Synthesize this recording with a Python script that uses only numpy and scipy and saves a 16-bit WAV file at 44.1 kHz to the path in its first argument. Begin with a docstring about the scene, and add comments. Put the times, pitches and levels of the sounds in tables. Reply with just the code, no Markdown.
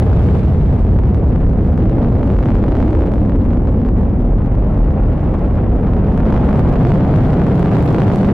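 """A rocket climbs off its pad, heard from the reeds close by.
First the flame trench drones and fire rushes over the pad; both die away as the rocket lifts.
As the plume leaves the pad, turbulence roars, a band howls upward and steep waves break into crackling shocks.
After a lull the plume surges above the smoke: the crackle returns harder, bright fizz flares, the rumble thins.
Throughout, a ground echo hollows the roar; wherever the low band is too loud, the recorder flattens it."""
import sys
import numpy as np
from scipy import signal
from scipy.fft import rfft, irfft, next_fast_len
from scipy.io import wavfile
from scipy.ndimage import uniform_filter1d, map_coordinates

SR = 44100
rng = np.random.default_rng(int(sys.argv[2]) if len(sys.argv) > 2 else 0)


def log_audio(samples):
    """Write samples as a 16-bit WAV file to the path given in sys.argv[1]."""
    # one column per channel
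    frames = np.atleast_2d(samples).T
    # limit to full scale, then quantise
    limited = np.clip(frames, -1, 1)
    pcm = np.round(limited * 32767).astype(np.int16)
    wavfile.write(sys.argv[1], SR, pcm)


N = 367353

# force of the exhaust noise at the reeds; surges off the pad and again above the smoke: t/s, level/dB
EXHAUST_FORCE = [(0, -39.5), (.8, -45), (1.6, -45.5), (2.05, -42), (2.8, -41.5), (3.35, -46), (4.4, -48.5),
                 (5, -46.5), (5.4, -46), (5.75, -47.5), (6.05, -46), (6.35, -41), (7.45, -39),
                 (7.95, -37.5), (8.33, -39)]
USUAL_FORCE_DB = -44
# the plume: t/s, pitch of the roar/ratio, share of the shocks that arrives unscattered/0-1
PLUME_COURSE = [(0, 0.95, 0.3), (.7, 0.95, 0.1), (1.5, 0.95, .42), (2.3, 1.158, 0.8), (3.0, 1.174, 0.5),
                (3.6, 1.037, .5), (4.6, 0.88, 0.5), (6.1, 1.098, .25), (8.33, 1.132, 0.2)]

# colours of the turbulence, from the largest eddies to the finest: f/Hz, relative level/dB
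RUMBLE_COLOUR = [(10, -32), (22, -11), (33, -0.5), (45, 4), (55, -2.5), (70, -21), (150, -49)]
BOOM_COLOUR = [(30, -32), (48, -3.5), (62, -1.5), (85, -3), (105, -2.5), (135, -11), (200, -30),
               (400, -54.5)]
ROAR_COLOUR = [(60, -16.5), (110, 0), (170, 2), (260, -5.5), (380, -10), (600, -21), (1500, -58)]
TEARING_COLOUR = [(200, -11), (400, 0), (650, -1.5), (1000, -11), (1600, -22), (2500, -31.5), (4000, -49),
                  (8000, -71)]
HISS_COLOUR = [(1500, -17), (3000, 3), (4000, 2.5), (6000, -7), (9000, -13.5), (12000, -16.5),
               (16000, -24.5)]
# stereo width of the turbulence, howl, hiss, fizz and pad noises: f/Hz, side relative to mid/dB
STEREO_WIDTH = [(30, -27.5), (70, -23.5), (130, -21), (260, -16), (500, -10), (1000, -9.5), (2000, -11.5),
                (4000, -1), (8000, 5), (12000, -0.5)]
# the deep sound; at the end the rumble thins and the boom sits higher:
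# t/s, rumble level/dB, boom level/dB, boom pitch/ratio, roar level at the usual force/dB
BASS_COURSE = [(0, -23, -9, 1.024, -17), (1.7, -14.5, -13.5, 1.123, -14.5),
               (2.3, -15.5, -11.5, 1.093, -16.5), (3.7, -19.5, -13, 1.018, -15.5),
               (4.6, -16.5, -14.5, 1.086, -15.5), (5.4, -17, -13.5, 0.94, -15.5),
               (6.1, -17, -12, 0.99, -14.5), (6.7, -17.5, -11, 1.15, -15.5), (7.7, -24, -13, 1.36, -15),
               (8.33, -26.5, -16, 1.33, -14)]
# the tearing sharpens as the bare plume comes into the open: t/s, pitch/ratio, extra level/dB
TEARING_OPENING = [(0, 0.97, -0.24), (2.3, .97, -1), (3.1, 0.97, -1), (4.5, 1.036, 1), (5.6, 1.1, 1.4),
                   (6.5, 1.12, 1.8), (8.33, 1.137, -0.8)]
# ground echo, late by half a cycle of the hollow: t/s, nominal hollow f/Hz, echo strength/0-1
GROUND_HOLLOW = [(0, 112.6, .25), (.8, 121.3, .3), (2.0, 140, .3), (3.0, 160, .36), (3.9, 134.8, .33),
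                 (4.5, 140, .25), (5.2, 144.7, .22), (6.0, 128.8, .34), (7.1, 85.8, .18), (8.33, 60.1, .1)]
# a band stands out of the roar, climbs as the plume leaves the pad and sinks back:
# t/s, centre f/Hz, level/dB
HOWL_COURSE = [(0, 169.7, -33.5), (1.2, 215.6, -35), (2.3, 265.1, -26), (3.0, 305, -21),
               (3.5, 244.9, -22.5), (4.15, 224.8, -23), (4.8, 250.1, -33), (5.4, 250, -34.5),
               (6.0, 200.3, -22.5), (6.5, 250.3, -24.5), (7.2, 250.1, -21.5), (7.7, 224.8, -26),
               (8.33, 180, -20)]
# shape of that band at its nominal centre: f/Hz, relative level/dB
HOWL_SHAPE = [(150, -36), (205, -10.5), (235, 0), (265, -0.5), (295, -10), (380, -36)]
HOWL_CENTRE_HZ = 250

# the strongest single shocks, before gain and filtering: t/s, knock level/dB, bright edge level/dB
STRONG_SHOCKS = [(.726, -26, -44), (.787, -26, -50), (.868, -27, -51), (.945, -35, -45),
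                 (0.9886, -20.5, -39), (1.036, -23, -54), (1.105, -31, -44), (1.1457, -22.5, -38),
                 (1.264, -29, -46.5), (1.3605, -22, -44), (1.415, -27, -44), (1.608, -25.5, -50),
                 (1.645, -29, -44), (1.675, -28, -43), (1.722, -29, -44), (1.731, -26, -44),
                 (1.7775, -21, -37), (1.856, -23, -47), (1.897, -22.5, -40), (2.047, -20, -48),
                 (2.2309, -18, -43), (2.302, -19, -44), (2.338, -23, -44), (2.3663, -23, -43),
                 (2.389, -19, -40), (2.4278, -20, -42), (2.4356, -19.5, -46), (2.4577, -17.5, -37),
                 (2.487, -18, -43), (2.5043, -18.5, -41), (2.554, -20, -44), (2.585, -25, -44),
                 (2.6395, -17, -40), (2.6636, -26, -43), (2.6813, -18.5, -41), (2.7206, -19, -45),
                 (2.7528, -18, -40), (2.7684, -20, -40), (2.803, -18.5, -41), (2.827, -16.5, -40),
                 (2.8804, -20.5, -49), (2.9072, -23, -39), (2.9305, -20, -40), (2.9507, -20, -38),
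                 (3.0082, -20, -43), (3.0205, -20, -45), (3.0372, -23, -46), (3.0629, -24, -39),
                 (3.072, -23, -40), (3.1186, -22, -38), (3.1377, -20, -36), (3.157, -24, -47),
                 (3.1813, -24, -45), (3.2509, -24.5, -46), (3.2961, -21.5, -41), (3.3206, -23, -50),
                 (3.359, -26, -42), (3.4425, -30, -45), (3.4518, -26, -46), (3.5064, -23, -47),
                 (3.5331, -22, -41), (3.5715, -25, -44), (3.6732, -24, -46), (3.817, -26, -45),
                 (3.85, -24, -45), (3.8623, -27, -43), (3.8882, -21, -42), (4.0976, -29, -48),
                 (4.2016, -32, -48), (4.3844, -27, -47), (4.4607, -28, -43), (4.553, -27, -42),
                 (4.7465, -28, -47), (4.7906, -26, -50), (4.862, -26, -48), (4.9074, -23, -51),
                 (5.18, -25, -48), (5.1941, -26, -49), (5.2482, -27, -51), (5.2918, -28, -49),
                 (5.3384, -30, -44), (5.3417, -22, -43), (5.3929, -26, -42), (5.5092, -25, -52),
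                 (5.5554, -24.5, -52), (5.8696, -23, -45), (5.9351, -21.5, -50), (5.9673, -22, -48),
                 (6.0698, -24, -45), (6.1208, -23, -45), (6.1455, -25, -43), (6.1765, -19.5, -34),
                 (6.2033, -18.5, -49), (6.2546, -21, -48), (6.325, -16, -38), (6.3414, -19, -44),
                 (6.3644, -17, -38), (6.3761, -17, -45), (6.4905, -15, -42), (6.5291, -16, -39),
                 (6.5569, -19, -47), (6.5939, -15, -33), (6.687, -23, -46), (6.7278, -23, -37),
                 (6.757, -17.5, -39), (6.8312, -27, -37), (6.8506, -14, -42), (6.8692, -18, -38),
                 (6.9187, -14, -37), (6.9575, -18.5, -49), (7.0079, -18.5, -42), (7.0489, -18, -42),
                 (7.1393, -15.5, -46), (7.2577, -20, -43), (7.282, -24, -37.5), (7.3397, -19, -42),
                 (7.4176, -15.5, -41), (7.4671, -17, -35), (7.595, -18, -33), (7.6288, -16, -33),
                 (7.6589, -15.5, -36), (7.6815, -19, -44), (7.7162, -17.5, -37), (7.768, -14.5, -34),
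                 (7.8262, -19.5, -33), (7.9274, -22, -32), (7.9461, -12.5, -34), (7.9837, -13, -33),
                 (8.0034, -16, -38), (8.019, -12.5, -31), (8.081, -15.5, -41), (8.1013, -15, -44),
                 (8.1162, -16, -45), (8.159, -19, -25), (8.1769, -24, -41), (8.231, -15.5, -36),
                 (8.2465, -15.5, -35), (8.272, -26, -36), (8.2882, -15.5, -41), (8.3013, -16, -43)]
KNOCK_GAIN_DB, EDGE_GAIN_DB = 12.5, 12.5
CRACK_TAIL_DB = -11  # what the reeds scatter behind each knock
EDGE_SCATTER = .45  # scattered burst added to each edge, as a gain
# how far around them they swallow the turbulence and the weaker shocks
SWALLOW_S, SHOCK_SWALLOW_S = .0016, .003

# levels at the usual force, and dB gained per dB of force: mostly the finer the sound, the more it swings;
# the share of unscattered shocks then weighs all but the roar and the spits
ROAR_FOLLOWS = .33
TEARING_DB, TEARING_FOLLOWS = -27.5, .53
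KNOCK_DB, KNOCK_FOLLOWS = -35.5, 1
SNAP_DB, RIP_DB, CRACKLE_FOLLOWS = -41, -42.5, 1.35
HISS_DB, HISS_FOLLOWS = -62, 1.7
HISS_STEADY = .12  # share of the hiss that does not flutter
SPITS_PER_S, SPIT_DB, SPIT_FOLLOWS, SPIT_SPREAD_DB = 140, -69, .83, 4.5

# bursts of bright fizz: t/s, level at the onset/dB
FIZZ_BURSTS = [(5.122, -58), (6.596, -56), (7.484, -56), (7.553, -52), (7.594, -49), (7.619, -54),
               (7.628, -56), (7.785, -49), (7.825, -47), (7.845, -51), (7.85, -51), (7.862, -46),
               (7.909, -54), (7.945, -54), (7.984, -56), (8.127, -57), (8.158, -51), (8.271, -54)]
# their colour: f/Hz, relative level/dB
FIZZ_COLOUR = [(4000, -18), (7000, -4), (10000, -1), (12500, -2), (16000, -13)]
FIZZ_DECAY_S = .0046

# resonance of the flame trench: f/Hz, relative level/dB
TRENCH_COLOUR = [(35, -27.5), (55, -7.5), (68, -5), (88, -2.5), (104, -9), (145, -35)]
# its drone while the exhaust pours through: t/s, level/dB
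TRENCH_FADE = [(0, -14.5), (.6, -11), (1.6, -12), (2.2, -24), (3.2, -45)]
# colour of the flame striking the pad: f/Hz, relative level/dB
PAD_COLOUR = [(600, -8), (1200, 4), (2500, -1), (3500, -7), (5000, -17), (8000, -24.5), (11000, -29),
              (15000, -38)]
# its smooth rush: t/s, level/dB
PAD_FADE = [(0, -52), (.1, -54), (.28, -43), (.5, -50.5), (.68, -50), (1.0, -60), (1.8, -72)]

OVERLOAD = .43  # full scale = 1
CUTOFF_HZ = 16000


def eddies(force_db, pitch, direct):
    """Turbulence of four sizes, from rumble to tearing, with its echo off the ground."""
    rumble_db, boom_db, boom_pitch, roar_db = in_time(BASS_COURSE)
    rumble = from_db(rumble_db) * turbulence(RUMBLE_COLOUR)
    boom = from_db(boom_db) * evened(turbulence(BOOM_COLOUR, speed=boom_pitch))
    roar_gain = from_db(roar_db + ROAR_FOLLOWS * force_db)
    roar = roar_gain * evened(turbulence(ROAR_COLOUR, speed=pitch))
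    tearing_pitch, extra_db = in_time(TEARING_OPENING)
    flicker_db = 1.7 * drift(90)
    tearing_gain = from_db(TEARING_DB + extra_db + TEARING_FOLLOWS * force_db + flicker_db)
    tearing = tearing_gain * np.sqrt(1 - direct / 2) * turbulence(TEARING_COLOUR, speed=tearing_pitch)
    return ground_echo(rumble + boom + roar + tearing, dull_hz=414)


def ground_echo(x, dull_hz):
    """The bounce off the ground comes half a cycle of the hollow late and has lost its treble."""
    hollow_hz, strength = in_time(GROUND_HOLLOW)
    n = np.arange(N)
    late = n - SR / (2 * hollow_hz)
    dulled = cut(x, dull_hz, "low", order=1)
    bounce = np.array([np.interp(late, n, side) for side in dulled])
    return x + strength * bounce


def howl():
    """One broad band of noise stands out of the roar and glides as the plume rises."""
    hz, db = in_time(HOWL_COURSE)
    return from_db(db) * evened(turbulence(HOWL_SHAPE, speed=hz / HOWL_CENTRE_HZ))


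def cracks():
    """Single strong shocks: pressure dips, jumps and sags back, with a bright edge and a gritty tail."""
    knocks, edges = np.zeros((2, N))
    for s, knock_db, edge_db in STRONG_SHOCKS:
        knocks[round(s * SR)] = from_db(knock_db + KNOCK_GAIN_DB)
        edges[round(s * SR)] = from_db(edge_db + EDGE_GAIN_DB)
    jumps = cut(n_waves(knocks, sag_s=.001, dip=.35), 1350, "low")
    grit = scatter(knocks, decay_s=.005)
    tails = np.array([n_waves(side, sag_s=.00028, dip=.55) for side in grit])
    tails = cut(cut(tails, 500, "high"), 2900, "low") * from_db(CRACK_TAIL_DB)
    bright = edges + EDGE_SCATTER * scatter(edges, decay_s=.003)
    bright = cut(cut(bright, 3100, "high"), 6300, "low")
    return jumps + tails + bright


def n_waves(clicks, sag_s, dip):
    """Each click as a wave that sinks by a share of its height, jumps by the whole and sinks back."""
    t = np.arange(-SR // 200, SR // 200 + 1) / SR
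    wave = (np.heaviside(t, .5) - dip) * np.exp(-np.abs(t) / sag_s)
    return signal.oaconvolve(clicks, wave, "same")


def swallowed(reach_s):
    """A strong shock overtakes the smaller waves around it: the share of them that is left."""
    t = np.arange(N) / SR
    at = np.sort(np.array(STRONG_SHOCKS)[:, 0])
    midpoints = (at[1:] + at[:-1]) / 2
    nearest = at[np.searchsorted(midpoints, t)]
    return 1 - np.exp(-((t - nearest) / reach_s) ** 2)


def steepness(pressure, smooth_hz):
    """How fast the pressure climbs, evened to rms 1."""
    return evened(np.gradient(smoothed(pressure.mean(axis=0), smooth_hz)))


def shock_train(slope, growth_db, steepest, chance_db, uneven_db):
    """Loud sound steepens: each rising flank breaks into a shock, the stronger the faster it climbs."""
    at = signal.find_peaks(slope, height=0)[0]
    luck, left, right = np.clip(rng.standard_normal((3, N))[:, at], -2, 2)
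    strength_db = growth_db * np.minimum(slope[at], steepest) + chance_db * luck
    shocks = np.zeros((2, N))
    shocks[:, at] = from_db(strength_db + uneven_db * np.array([left, right]))
    return evened(shocks)


def front(clicks, sag_hz, edge_hz):
    """Turns clicks into jumps of pressure that sag back, their edge rounded by the air."""
    held = cut(clicks, sag_hz, "low", order=1)
    sagging = cut(held, sag_hz / 2, "high", order=1)
    return cut(sagging, edge_hz, "low", order=1)


def clean_shocks(slope, force_db):
    """Clean fronts snap with a knock in the middle range."""
    snaps = shock_train(slope, growth_db=10, steepest=2.0, chance_db=2.5, uneven_db=1.2)
    # weak shocks are blunt, so the knocks differ less in size than their edges do
    knocks = snaps ** .9
    knocking = rms_one(cut(front(knocks, sag_hz=380, edge_hz=730), 1300, "low"))
    snapping = rms_one(cut(front(snaps, sag_hz=510, edge_hz=1200), 4600, "low"))
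    knock_gain = from_db(KNOCK_DB + KNOCK_FOLLOWS * force_db)
    snap_gain = from_db(SNAP_DB + CRACKLE_FOLLOWS * force_db)
    return knock_gain * knocking + snap_gain * snapping


def ripping(rips, force_db):
    """Scattered fronts merge into a ripping noise."""
    fronts = front(scatter(rips, decay_s=.0034), sag_hz=1020, edge_hz=2100)
    return from_db(RIP_DB + CRACKLE_FOLLOWS * force_db) * rms_one(cut(fronts, 3900, "low"))


def splash(clicks, decay_s):
    """Reeds, steelwork and smoke smear each click into a short dying swell of the same energy."""
    keep = np.exp(-2 / (decay_s * SR))
    return np.sqrt(signal.lfilter([1 - keep], [1, -keep], clicks ** 2 + 1e-18))


def scatter(clicks, decay_s):
    """Each click as a burst of noise, another on each side."""
    return splash(clicks, decay_s) * rng.standard_normal((2, N))


def spits(force_db):
    """Tiny, grainy clicks spit in the treble at random, in very uneven sizes."""
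    born = rng.random(N) < SPITS_PER_S / SR
    clicks = born * from_db(SPIT_SPREAD_DB * np.minimum(rng.exponential(1, N), 3))
    grains = clicks + 1.3 * scatter(clicks, decay_s=.0015)
    grains = cut(cut(grains, 2800, "high"), 4100, "low", order=1)
    grains = cut(grains, 10000, "low", order=1)
    return from_db(SPIT_DB + SPIT_FOLLOWS * force_db) * rms_one(grains)


def fizzes():
    """Very bright bursts of noise that flare and die within milliseconds."""
    clicks = np.zeros(N)
    for s, db in FIZZ_BURSTS:
        clicks[round(s * SR)] = from_db(db)
    keep = np.exp(-1 / (FIZZ_DECAY_S * SR))
    envelope = signal.lfilter([1], [1, -keep], clicks + 1e-18)
    return envelope * turbulence(FIZZ_COLOUR)


def hiss(rips, force_db):
    """The finest spray of the shocks is a hiss that partly flutters with them."""
    flutter = rms_one(splash(rips, decay_s=.004) * from_db(2.2 * drift(44)))
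    swell = rms_one(HISS_STEADY + (1 - HISS_STEADY) * flutter)
    return from_db(HISS_DB + HISS_FOLLOWS * force_db) * swell * turbulence(HISS_COLOUR)


def pad():
    """The drone of the trench and the rush of flame on concrete; both die away as the rocket lifts."""
    drone = from_db(in_time(TRENCH_FADE)[0]) * evened(turbulence(TRENCH_COLOUR))
    rush = from_db(in_time(PAD_FADE)[0] + 1.1 * drift(30)) * turbulence(PAD_COLOUR)
    return drone + rush


def turbulence(spectrum, speed=1):
    """Coloured stereo noise, alike on both sides in the bass; flow speed shifts its pitch; rms 1."""
    size = next_fast_len(N, True)
    hz = np.arange(size // 2 + 1) * SR / size
    colour = gain_at(spectrum, hz) * (hz < 2 * spectrum[-1][0])
    mid, side = rfft(rng.standard_normal((2, size))) * colour
    noise = irfft(mid + side * gain_at(STEREO_WIDTH, hz) * [[1], [-1]], size)
    place = np.cumsum(speed * np.ones(N)) % size
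    return rms_one(np.array([np.interp(place, np.arange(size), channel) for channel in noise]))


def drift(rate):
    """Random wander with about this many turns a second; spread 1."""
    knots = rng.standard_normal(N // 40)
    place = np.arange(N) * min(rate / SR, 1 / 41)
    return map_coordinates(knots, [place], order=1) * np.sqrt(3 / 2)


def in_time(rows):
    """The columns of a curve, sample by sample."""
    s, *columns = np.transpose(rows)
    return [np.interp(np.arange(N) / SR, s, c) for c in columns]


def gain_at(points, hz):
    """A spectrum read on a log-frequency axis, as gain."""
    at, db = np.transpose(points)
    return from_db(np.interp(np.log(hz + 1e-3), np.log(at), db))


def from_db(db):
    """Decibels to gain."""
    return 10 ** (np.asarray(db) / 20)


def rms_one(x):
    """Scales a signal to rms 1."""
    return x / np.sqrt(np.mean(x ** 2) + 1e-20)


def evened(x):
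    """Holds a signal near rms 1 over a sliding third of a second."""
    power = np.mean(np.atleast_2d(x) ** 2, axis=0)
    return x / np.sqrt(np.abs(uniform_filter1d(power, SR // 3)) + 1e-12)


def cut(x, hz, kind, order=2):
    """Causal low-pass or high-pass."""
    sos = signal.butter(order, min(hz, .45 * SR), kind, fs=SR, output="sos")
    return signal.sosfilt(sos, x + 1e-18)


def smoothed(x, hz):
    """Low-pass without delay."""
    return signal.sosfiltfilt(signal.butter(2, min(hz, .45 * SR), fs=SR, output="sos"), x)


def scene():
    """One force drives the roar and the tearing, and the shocks and hiss on their rising flanks."""
    force_db = in_time(EXHAUST_FORCE)[0] - USUAL_FORCE_DB
    pitch, direct = in_time(PLUME_COURSE)
    clean, scattered = np.sqrt(direct), np.sqrt(1 - direct)
    pressure = eddies(force_db, pitch, direct) + howl()
    slope = steepness(pressure, smooth_hz=595)
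    rips = shock_train(slope, growth_db=11.0, steepest=1.8, chance_db=1, uneven_db=3.0)
    shocks = clean * clean_shocks(slope, force_db) + scattered * ripping(rips, force_db)
    spray = spits(force_db) + scattered * hiss(rips, force_db)
    body = (pressure + pad()) * swallowed(SWALLOW_S)
    return body + shocks * swallowed(SHOCK_SWALLOW_S) + spray + fizzes() + cracks()


def overload(x, knee):
    """Flattens the wave at the overload level; a higher knee number makes a sharper bend."""
    return x / (1 + np.abs(x / OVERLOAD) ** knee) ** (1 / knee)


def record(dry):
    """The heavy low band flattens at the overload while the thin treble slips past; the top is cut."""
    low = smoothed(dry, 3200)
    treble = dry - low
    mixed = smoothed(overload(low, knee=16), 4600) + treble
    top_cut = signal.ellip(10, .2, 70, CUTOFF_HZ, fs=SR, output="sos")
    fade = np.minimum(np.arange(N)[::-1] / (.003 * SR), 1)  # last 3 ms
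    return fade * signal.sosfilt(top_cut, mixed)


dry = scene()
out = record(dry)
log_audio(out)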